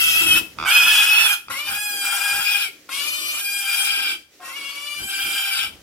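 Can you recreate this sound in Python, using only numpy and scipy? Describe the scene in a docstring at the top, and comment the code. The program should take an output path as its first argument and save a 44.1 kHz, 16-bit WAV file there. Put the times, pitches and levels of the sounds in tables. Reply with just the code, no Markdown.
"""A piglet is carried across a murmuring farmyard to an open shed, while wind bumps the microphones.
First it squeals twice, close by: a whistle near 2.4 kHz makes its vocal folds flap once every fourth
or third cycle, and the voice slips between clear and rasping. A short creak leads into the second squeal.
From 1.5 s on come three longer squeals, further off, with more echo from the posts and the roof.
The last one ends at 5.7 s, leaving the yard and a soft gust."""
import sys
import numpy as np
from scipy import signal
from scipy.fft import rfft, irfft, next_fast_len
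from scipy.io import wavfile
from scipy.ndimage import uniform_filter1d, map_coordinates

SR = 44100
rng = np.random.default_rng(int(sys.argv[2]) if len(sys.argv) > 2 else 0)


def wrap_up_sound(samples):
    """Save the sound to the file named by the first command line argument, as 16-bit audio."""
    columns = np.atleast_2d(samples).T
    # keep every value between -1 and 1, then stretch to whole-number steps
    tamed = np.clip(columns, -1, 1)
    steps = np.round(tamed * 32767).astype(np.int16)
    wavfile.write(sys.argv[1], SR, steps)


N = 256662
TIME = np.arange(N) / SR
SIZE = next_fast_len(N + SR)
HZ = np.maximum(np.arange(SIZE // 2 + 1) * SR / SIZE, 1)
NEAR = TIME < 1.47   # true while the piglet is close by


# How high the whistle is, one list a squeal: t/s, f/Hz
WHISTLE_PITCH = [
    [(0.0, 2703), (0.07, 2630), (0.13, 2550), (.19, 2648), (0.3, 2584), (0.32, 2510), (0.38, 2624),
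     (0.42, 2566)],
    [(0.656, 2330), (0.686, 2240), (0.72, 2480), (0.944, 2578), (0.955, 2447), (1.0, 2560), (1.045, 2498),
     (1.22, 2634), (1.295, 2398), (1.43, 2607)],
    [(1.48, 1902), (1.52, 1987), (1.61, 2361), (1.82, 2503), (2.02, 2400), (2.56, 2468), (2.63, 2409),
     (2.69, 2204)],
    [(2.885, 1823), (2.935, 2180), (3.0, 2293), (3.07, 2404), (3.3, 2395), (3.6, 2424), (3.64, 2377),
     (3.78, 2423), (4.17, 2352)],
    [(4.395, 1873), (4.48, 1880), (4.565, 2281), (4.637, 2214), (4.87, 2343), (5.33, 2374), (5.7, 2329)],
]
# How hard the piglet blows, one list a squeal: t/s, level/dB
BREATH_EFFORT = [
    [(0.0, -16.5), (0.04, -17), (0.26, -17.5), (0.266, -13.5), (0.382, -12), (0.42, -39)],
    [(0.656, -20), (0.66, -11), (0.714, -15), (1.102, -17), (1.202, -13), (1.228, -15), (1.342, -18.5),
     (1.404, -45), (1.43, -66)],
    [(1.48, -126), (1.5, -20), (1.634, -35.5), (1.698, -25.5), (1.984, -25.5), (1.998, -23.5),
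     (2.53, -21.5), (2.642, -23.5), (2.69, -36.5)],
    [(2.885, -47), (2.891, -23), (2.909, -26.5), (3.003, -27), (3.545, -28), (3.707, -21), (3.889, -17),
     (4.121, -18.5), (4.17, -36)],
    [(4.395, -57), (4.413, -41.5), (4.459, -34), (5.069, -32.5), (5.241, -31), (5.421, -29.5),
     (5.459, -30.5), (5.633, -29), (5.7, -46.5)],
]
def piglet():
    """One breath drives the whistle, the ring of the mouth and the flapping vocal folds."""
    pitch_hz, effort_db = in_time(sum(WHISTLE_PITCH, [])) + in_time(sum(BREATH_EFFORT, []))
    _, rough, whistle_db, *_ = voice_settings()
    pitch_hz = pitch_hz * (1 + .01222 * rough * drift(40.55))
    phase = phase_of(pitch_hz)
    noises = [drift(57.7), drift(51)]
    tones = whistle(phase, effort_db + whistle_db, rough, noises) + mouth_ring(effort_db, noises)
    return squealing() * (tones + undertone(phase, noises) + vocal_folds(pitch_hz, effort_db))


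def whistle(phase, level_db, rough, noises):
    """A tone and a weaker one an octave up; both flutter more as the voice gets rough."""
    overtone = from_db(-16) * wavering_tone(2 * phase, np.clip(.3 + rough, 0, 1), noises)
    flutter_db = 2 * np.sqrt(rough) * drift(25.3) + 2 * rough * drift(150)
    return np.sqrt(2) * from_db(level_db + fade_in_db() + flutter_db) * (np.sin(phase) + overtone)


# When each squeal sounds: start t/s, end t/s
SQUEAL_TIMES = [(0, .42), (.656, 1.43), (1.48, 2.69), (2.885, 4.17), (4.395, 5.7)]
def squealing():
    """1 during a squeal, 0 between squeals."""
    on = sum((TIME >= start) & (TIME < end) for start, end in SQUEAL_TIMES)
    return uniform_filter1d(on * 1., size=400)


def fade_in_db(depth_db=-29, fade_s=.017):
    """From the second squeal on, the chest sounds first and the rest fades up."""
    return sum(depth_db * (TIME >= start) * np.exp(-np.maximum(TIME - start, 0) / fade_s)
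               for start, _ in SQUEAL_TIMES[1:])


# Changes of voice: t/s, whistle cycles per flap, roughness (0-1),
# then level/dB added to the effort for whistle, chest, middle and snarl
VOICE_CHANGES = [(0, 4, .5, -2, -15.5, -6.5, -6.5), (.24, 4, 0.76, -8.5, -19.5, -11.5, -11),
                 (.6, 3, 0.66, 0, -10, -5, -8), (.89, 3, 0.65, -6, -12.5, -3.5, -7),
                 (1.05, 3, 0.56, -3.5, -14, -7, -9), (1.15, 3, 0.63, -0.5, -16.5, -8, -12.5),
                 (1.239, 3, 0.73, -5, -11, -7, -7.5), (1.459, 4, 0.65, -9, -11, -12, -10),
                 (1.572, 4, 0.3, -1.5, -7.5, -0.5, -5), (1.688, 3, 0.52, -7, -7.5, -8.5, -4.5),
                 (1.778, 3, 0.06, -6.5, -10, -9, -6), (2.028, 3, 0.48, -7.5, -7.5, -8, -6),
                 (2.441, 3, 0.7, -3, -13.5, -5, -8), (2.799, 4, 0.37, -10, -14, -3.5, -6),
                 (3.068, 4, 0.28, -5.5, -14.5, -4.5, -5), (3.33, 4, .6, -11, -11, -4.5, -3),
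                 (3.398, 3, 0.18, -6, -13.5, -6.5, -2), (3.62, 3, 0.55, -7, -15.5, -9, -8),
                 (3.88, 3, 0.64, -11.5, -18, -8, -16), (4.3, 4, 0.37, -10.5, -5.5, -8, -7),
                 (4.538, 4, 0.29, -5, -12.5, -4, -10), (4.81, 4, 0.11, -4.5, -13.5, -4, -8.5),
                 (5.0, 3, 0.16, -7, -11.5, -3.5, -3.5), (5.088, 3, .56, -0.5, -6.5, 1.5, -1),
                 (5.55, 3, .85, -4, -6, 4, -3.5)]
def voice_settings(slip_s=.04):
    """Each voice holds, then slips into the next. `third` is 1 when the folds flap every third cycle."""
    starts, cycles, *rest = np.transpose(VOICE_CHANGES)
    row = np.searchsorted(starts, TIME, side="right") - 1
    held = np.array([cycles == 3, *rest])[:, row]
    third, rough, *levels_db = uniform_filter1d(held, size=round(slip_s * SR), axis=1)
    return np.clip(third, 0, 1), np.clip(rough, 0, 1), *levels_db


# Tone colour of the hissing air: f/Hz, level/dB
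HISS_COLOUR = [(300, -7.5), (500, 0.5), (800, 13), (1000, 12.5), (1350, 3), (1620, -3.5), (1950, 3),
               (2400, 10), (2850, 0.5), (3200, 3), (4200, -1), (4800, -2.5), (5500, 8.5), (7000, -13.5),
               (15000, -9.5)]
# Tone colour of the throat, close by: f/Hz, level/dB
NEAR_THROAT = [(150, -41), (250, -27), (742, -21.5), (837, -20), (1140, -20.5), (1410, 2.5), (2130, -23),
               (2570, -22), (2800, -8.5), (3280, -12), (4100, -24), (5040, -23.5), (6540, -28),
               (11000, -20.5), (15500, -27)]
# Further off, flapping every third cycle: f/Hz, level/dB
FAR_THROAT = [(150, -63), (250, -23), (669, -23.5), (795, -15.5), (1180, -29), (1590, -3.5), (1920, -15),
              (2400, -8), (2660, -1), (3220, -0.5), (4390, -16), (4790, -6), (6210, -28), (7900, -19.5),
              (15500, -23)]
# Further off, flapping every fourth cycle, the mouth still opening: f/Hz, level/dB
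FAR_OPENING_THROAT = [(150, -35.5), (300, -8), (420, -35.5), (583, -21.5), (823, -30), (1140, -14),
                      (1750, -21), (2320, -8), (2900, 3), (3500, -5.5), (4500, -7), (5400, -12.5),
                      (6420, -21.5), (11000, -18), (15500, -22.5)]
def vocal_folds(pitch_hz, effort_db, slowest_lock_hz=2141.5):
    """Puffs from the folds and hissing air pass through the throat, then the mouth."""
    third, rough, *_ = voice_settings()
    phase = phase_of(np.maximum(pitch_hz, slowest_lock_hz))   # below this the folds keep their own pace
    noises = [drift(35), drift(35)]
    air_share = .5 * rough
    hiss = np.sqrt(air_share) * coloured_noise(from_db(at_hz(HISS_COLOUR)))
    puffs_3 = fold_puffs(phase, rough, noises, cycles=3)
    puffs_4 = fold_puffs(phase, rough, noises, cycles=4)
    puffs_4 *= 1 + .15 * np.cos(phase / 8)   # strong and weak flaps take turns
    on_third = np.sqrt(third) * (np.sqrt(1 - air_share) * puffs_3 + hiss)
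    on_fourth = np.sqrt(1 - third) * (np.sqrt(1 - air_share) * puffs_4 + hiss)
    paths = [(NEAR * (on_third + on_fourth), NEAR_THROAT),
             (~NEAR * on_third, FAR_THROAT), (~NEAR * on_fourth, FAR_OPENING_THROAT)]
    voice = sum(rms_one(filtered(source, from_db(at_hz(throat)))) for source, throat in paths)
    return from_db(effort_db) * mouth_balance(voice)


def fold_puffs(phase, rough, noises, cycles):
    """One flap every few whistle cycles makes a stack of equally loud tones; roughness blurs them."""
    jitter = .19 * (rough + .12) * drift(360)
    flap_phase = phase / cycles + jitter
    tones = (wavering_tone(k * flap_phase + .3 * k * k, .9 * rough, noises, rng.integers(N))
             for k in range(1, 6 * cycles + 1) if k != cycles)   # leave a gap for the whistle
    return rms_one(sum(tones))


def mouth_balance(voice, ring_hz=1391, half_width_hz=115):
    """The mouth shifts weight between chest (low), middle and snarl (high)."""
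    _, rough, _, chest_db, middle_db, snarl_db = voice_settings()
    lows, highs = 1 / (1 + (HZ / 2000) ** 12), 1 / (1 + (6000 / HZ) ** 12)
    bands = filtered(voice, np.array([lows, 1 - lows - highs, highs]))
    chest, middle, snarl = (evened(band) for band in bands)
    # a rasping voice blows across a resonance of the chest
    blown = coloured_noise(1 / (1 + ((HZ - ring_hz) / half_width_hz) ** 2))
    blown_share = .55 * rough
    chest = np.sqrt(1 - blown_share) * chest + np.sqrt(blown_share) * blown
    upper = from_db(fade_in_db()) * (from_db(middle_db) * middle + from_db(snarl_db) * snarl)
    throb = from_db(.77 * drift(18))
    return throb * (from_db(chest_db) * chest + upper)


# Ring of the mouth, one list a close squeal: t/s, f/Hz, level/dB added to the effort
MOUTH_TONE = [
    [(0.0, 3200, -5), (.1, 3280, -8), (.16, 3300, -11), (0.38, 3060, -8)],
    [(0.69, 2950, -11), (0.87, 3360, -6), (0.9, 3200, -7), (1.005, 3400, -3), (1.06, 3040, -6),
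     (1.1, 3000, -11), (1.2, 3430, -6), (1.26, 3440, -5), (1.3, 3150, -9), (1.4, 3300, -14)],
]
def mouth_ring(effort_db, noises):
    """The open mouth adds a second, wavering tone to the two close squeals."""
    ring_hz, ring_db = in_time(sum(MOUTH_TONE, []))
    level_db = effort_db + ring_db + 2.5 * drift(14) + fade_in_db()
    return NEAR * from_db(level_db) * wavering_tone(phase_of(ring_hz), .46, noises, shift=9000)


# Low tone in the first squeal: start t/s, end t/s, level/dB
LOW_TONE = (0.19, 0.442, -34.5)
def undertone(phase, noises, fade_s=.028):
    """Strong and weak flaps take turns, which sounds at an eighth of the whistle's pitch."""
    start, end, level_db = LOW_TONE
    swell = np.clip(np.minimum(TIME - start, end - TIME) / fade_s, 0, 1) ** 2
    tone = wavering_tone(phase / 8, .3, noises, shift=20000) + .3 * np.sin(3 * phase / 8)
    return swell * from_db(level_db) * tone


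# Slow flaps as a squeal begins: t/s, number of flaps, level/dB of the first push
SLOW_FLAPS = [(0.5868, 8, -18.5), (1.484, 1, -26), (2.892, 1, -30), (4.404, 1, -38)]
# Notes the throat rings at: f/Hz, level/dB, t/s to fade by 60 dB
THROAT_NOTES = [(1300, 3, .014), (2500, -1, .009), (3400, -3, .008), (4700, -3, .007)]
def creak(first_gap_s=.0132):
    """The folds flap once, or in a quickening run, and each flap rings the throat."""
    clicks = np.zeros(N)
    for start, count, level_db in SLOW_FLAPS:
        flap = np.arange(count)
        gaps = first_gap_s * (1 - (flap / 7.3) ** 3)
        times = start + np.cumsum(gaps) - gaps
        flap_db = level_db + .5 * flap + 1.5 * rng.standard_normal(count)
        clicks[np.round(times * SR).astype(int)] = from_db(flap_db)
    soft_clicks = signal.lfilter([.35], [1, -.65], clicks + 1e-18)
    throat = sum(ring(soft_clicks, *note) for note in THROAT_NOTES)
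    return signal.sosfilt(signal.butter(2, 950, "high", fs=SR, output="sos"), throat)


# Grunts at the edges of squeals: middle t/s, length t/s, f/Hz, level/dB
GRUNT_NOTES = [(.63, 0.1, 157.5, -49), (0.635, 0.12, 331, -48), (2.699, 0.038, 410, -49),
               (4.431, 0.076, 720, -43)]
def grunts():
    """Each grunt is a low, unsteady tone that swells and fades."""
    noises = [drift(40), drift(40)]
    sound = np.zeros(N)
    for middle, length, hz, level_db in GRUNT_NOTES:
        swell = np.clip(1 - (2 * (TIME - middle) / length) ** 2, 0, 1)
        sound += from_db(level_db) * swell * wavering_tone(2 * np.pi * hz * TIME, .5, noises)
    return sound


# How far the left microphone is ahead of the right: f/Hz, phase/rad
LEFT_LEAD = [(0, 0), (2330, 0.5), (3270, 2), (5340, -6), (9560, -3), (10500, 14), (16400, 24.5)]
# How much louder the left one is: f/Hz, level/dB
LEFT_LOUDER = [(60, 13), (150, 1.5), (380, -3.5), (950, -4), (2380, -4), (5980, 2), (15000, -6.5)]
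def direct_sound(voice):
    """The voice reaches each microphone with its own timing and level."""
    left = from_db(at_hz(LEFT_LOUDER) / 2) * np.exp(.5j * at_hz(LEFT_LEAD))
    return filtered(voice, np.array([left, 1 / left]))


def swing(pair):
    """The carried piglet swings, shifting loudness and arrival time between left and right."""
    lag = 1.46 * drift(1.33)   # in samples
    moved = [map_coordinates(x, [np.arange(N) + side * lag], order=3) for x, side in zip(pair, (1, -1))]
    pan_db = np.where(NEAR, 2.75, 4.6) + 1.5 * drift(1.6)
    return np.array(moved) * from_db([pan_db / 2, -pan_db / 2])


# Tone colour of the early echoes: f/Hz, level/dB
EARLY_ECHO_COLOUR = [(200, -26), (1000, -6), (2500, 3.5), (3500, 0), (6000, 0.5), (15000, -1.5)]
def shed_echoes(voice):
    """The shed rings on, and posts and roof send quick echoes that change as the piglet moves."""
    reach = np.where(NEAR, from_db(-1), 1)   # less echo while it is close by
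    echoes = filtered(reach ** 2 * voice, from_db(-8) * echo_burst(fade_s=.33))
    colour = from_db(at_hz(EARLY_ECHO_COLOUR) - 3.5)
    blend = 2.2 * drift(7)
    for weight in (np.cos(blend), np.sin(blend)):
        echoes += filtered(weight * reach * voice, colour * echo_burst(fade_s=.072))
    return echoes


def echo_burst(fade_s):
    """A left and a right filter of many reflections that die away by 60 dB in fade_s."""
    t = TIME[:SR // 2]
    burst = rng.standard_normal((2, len(t))) * from_db(-60 * t / fade_s) * (t > .002)
    return rfft(burst / np.sqrt(np.sum(burst ** 2, axis=1, keepdims=True)), SIZE)


# Tone colour of the farmyard: f/Hz, level/dB
YARD_COLOUR = [(71, -46), (120, -19), (221, -8), (306, 1.5), (955, -19), (1910, -10.5), (3580, -13),
               (6080, -13), (8590, -19.5), (15500, -21.5)]
# The loudness it wanders around: t/s, level/dB
YARD_LOUDNESS = [(0, -46), (1.4, -53), (3.0, -50.5), (5.0, -49), (5.82, -46.5)]
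def yard():
    """The far murmur of the farm flickers a little and swells with the piglet's breath."""
    mid, side = filtered(rng.standard_normal((2, N)), from_db(at_hz(YARD_COLOUR)))
    side = side - filtered(side, .82 / (1 + (HZ / 1500) ** 2))   # the bass is alike left and right
    breath = squealing() * from_db(in_time(sum(BREATH_EFFORT, []))[0] - 40.5)
    level = from_db(in_time(YARD_LOUDNESS)[0] + 6.5 * drift(1.8)) + breath
    flicker = from_db(1.5 * drift(8))
    return flicker * level * rms_one(mid + side * [[1], [-1]])


# Gusts of wind: peak t/s, peak level/dB, half-width t/s
WIND_GUSTS = [(.08, -46, 0.096), (.33, -38.5, .12), (0.611, -39, 0.039), (.88, -51.5, 0.13),
              (1.52, -50, 0.043), (1.729, -49, 0.059), (2.38, -49.5, 0.054), (5.03, -41.5, 0.037),
              (5.28, -51, 0.048), (5.72, -52, 0.13)]
def wind(calm_db=-68):
    """Air bumps the microphones: a low rumble that rises and falls with each gust."""
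    mid, side = filtered(rng.standard_normal((2, N)), (HZ / 52) ** 3 / (1 + (HZ / 52) ** 3.8))
    rumble = rms_one(mid + .28 * side * [[1], [-1]]) * from_db([[-1.5], [1.5]])
    gusts = sum(from_db(db) * np.exp(-((TIME - peak) / width) ** 2) for peak, db, width in WIND_GUSTS)
    return (from_db(calm_db) + gusts) * from_db(.73 * drift(6)) * rumble


def wavering_tone(phase, rough, noises, shift=0):
    """A tone that is steady at roughness 0 and a narrow band of noise at 1."""
    a, b = np.roll(noises, shift, axis=1)
    gain = np.sqrt(1 - rough) + np.sqrt(rough / 2) * (a + 1j * b)
    return np.real(gain * np.exp(1j * phase))


def ring(clicks, hz, level_db, fade_s):
    """Each click starts a tone that dies away by 60 dB in fade_s."""
    decay, step = from_db(-60 / (fade_s * SR)), 2 * np.pi * hz / SR
    feedback = [1, -2 * decay * np.cos(step), decay ** 2]
    return signal.lfilter([0, from_db(level_db) * np.sin(step)], feedback, clicks)


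def drift(rate_hz):
    """A random wobble of size about 1, mostly slower than rate_hz."""
    return coloured_noise(1 / (1 + (HZ / rate_hz) ** 2))


def coloured_noise(gains):
    """Filtered noise of average size 1."""
    return rms_one(filtered(rng.standard_normal(N), gains))


def filtered(x, gains):
    """Turn each frequency up or down by its gain."""
    return irfft(rfft(x, SIZE) * gains, SIZE)[..., :N]


def phase_of(hz):
    """Add up a changing pitch into a wave's angle."""
    return 2 * np.pi * np.cumsum(hz) / SR


def in_time(rows):
    """A time table's columns, one value a sample."""
    times, *columns = np.transpose(rows)
    return [np.interp(TIME, times, column) for column in columns]


def at_hz(rows):
    """A frequency table, one value for each of HZ."""
    hz, value = np.transpose(rows)
    return np.interp(np.log(HZ), np.log(hz), value)


def from_db(db):
    """Turn decibels into a gain."""
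    return 10 ** (np.asarray(db) / 20)


def rms_one(x):
    """Scale to an average size (rms) of 1."""
    return x / np.sqrt(np.mean(x ** 2) + 1e-20)


def evened(x):
    """Hold the loudness steady from moment to moment."""
    return x / np.sqrt(uniform_filter1d(x ** 2, size=3000) + 1e-12)


def scene():
    """The piglet and its echoes, over the yard and the wind."""
    voice = piglet() + creak() + grunts()
    return swing(direct_sound(voice) + shed_echoes(voice)) + yard() + wind()


def record(dry, ceiling=.85, cutoff_hz=16823):
    """Round off the loudest peaks and cut the highest treble."""
    rounded = dry / (1 + np.abs(dry / ceiling) ** 6) ** (1 / 6)
    return signal.sosfilt(signal.cheby2(16, 80, cutoff_hz, fs=SR, output="sos"), rounded)


dry = scene()
out = record(dry)
wrap_up_sound(out)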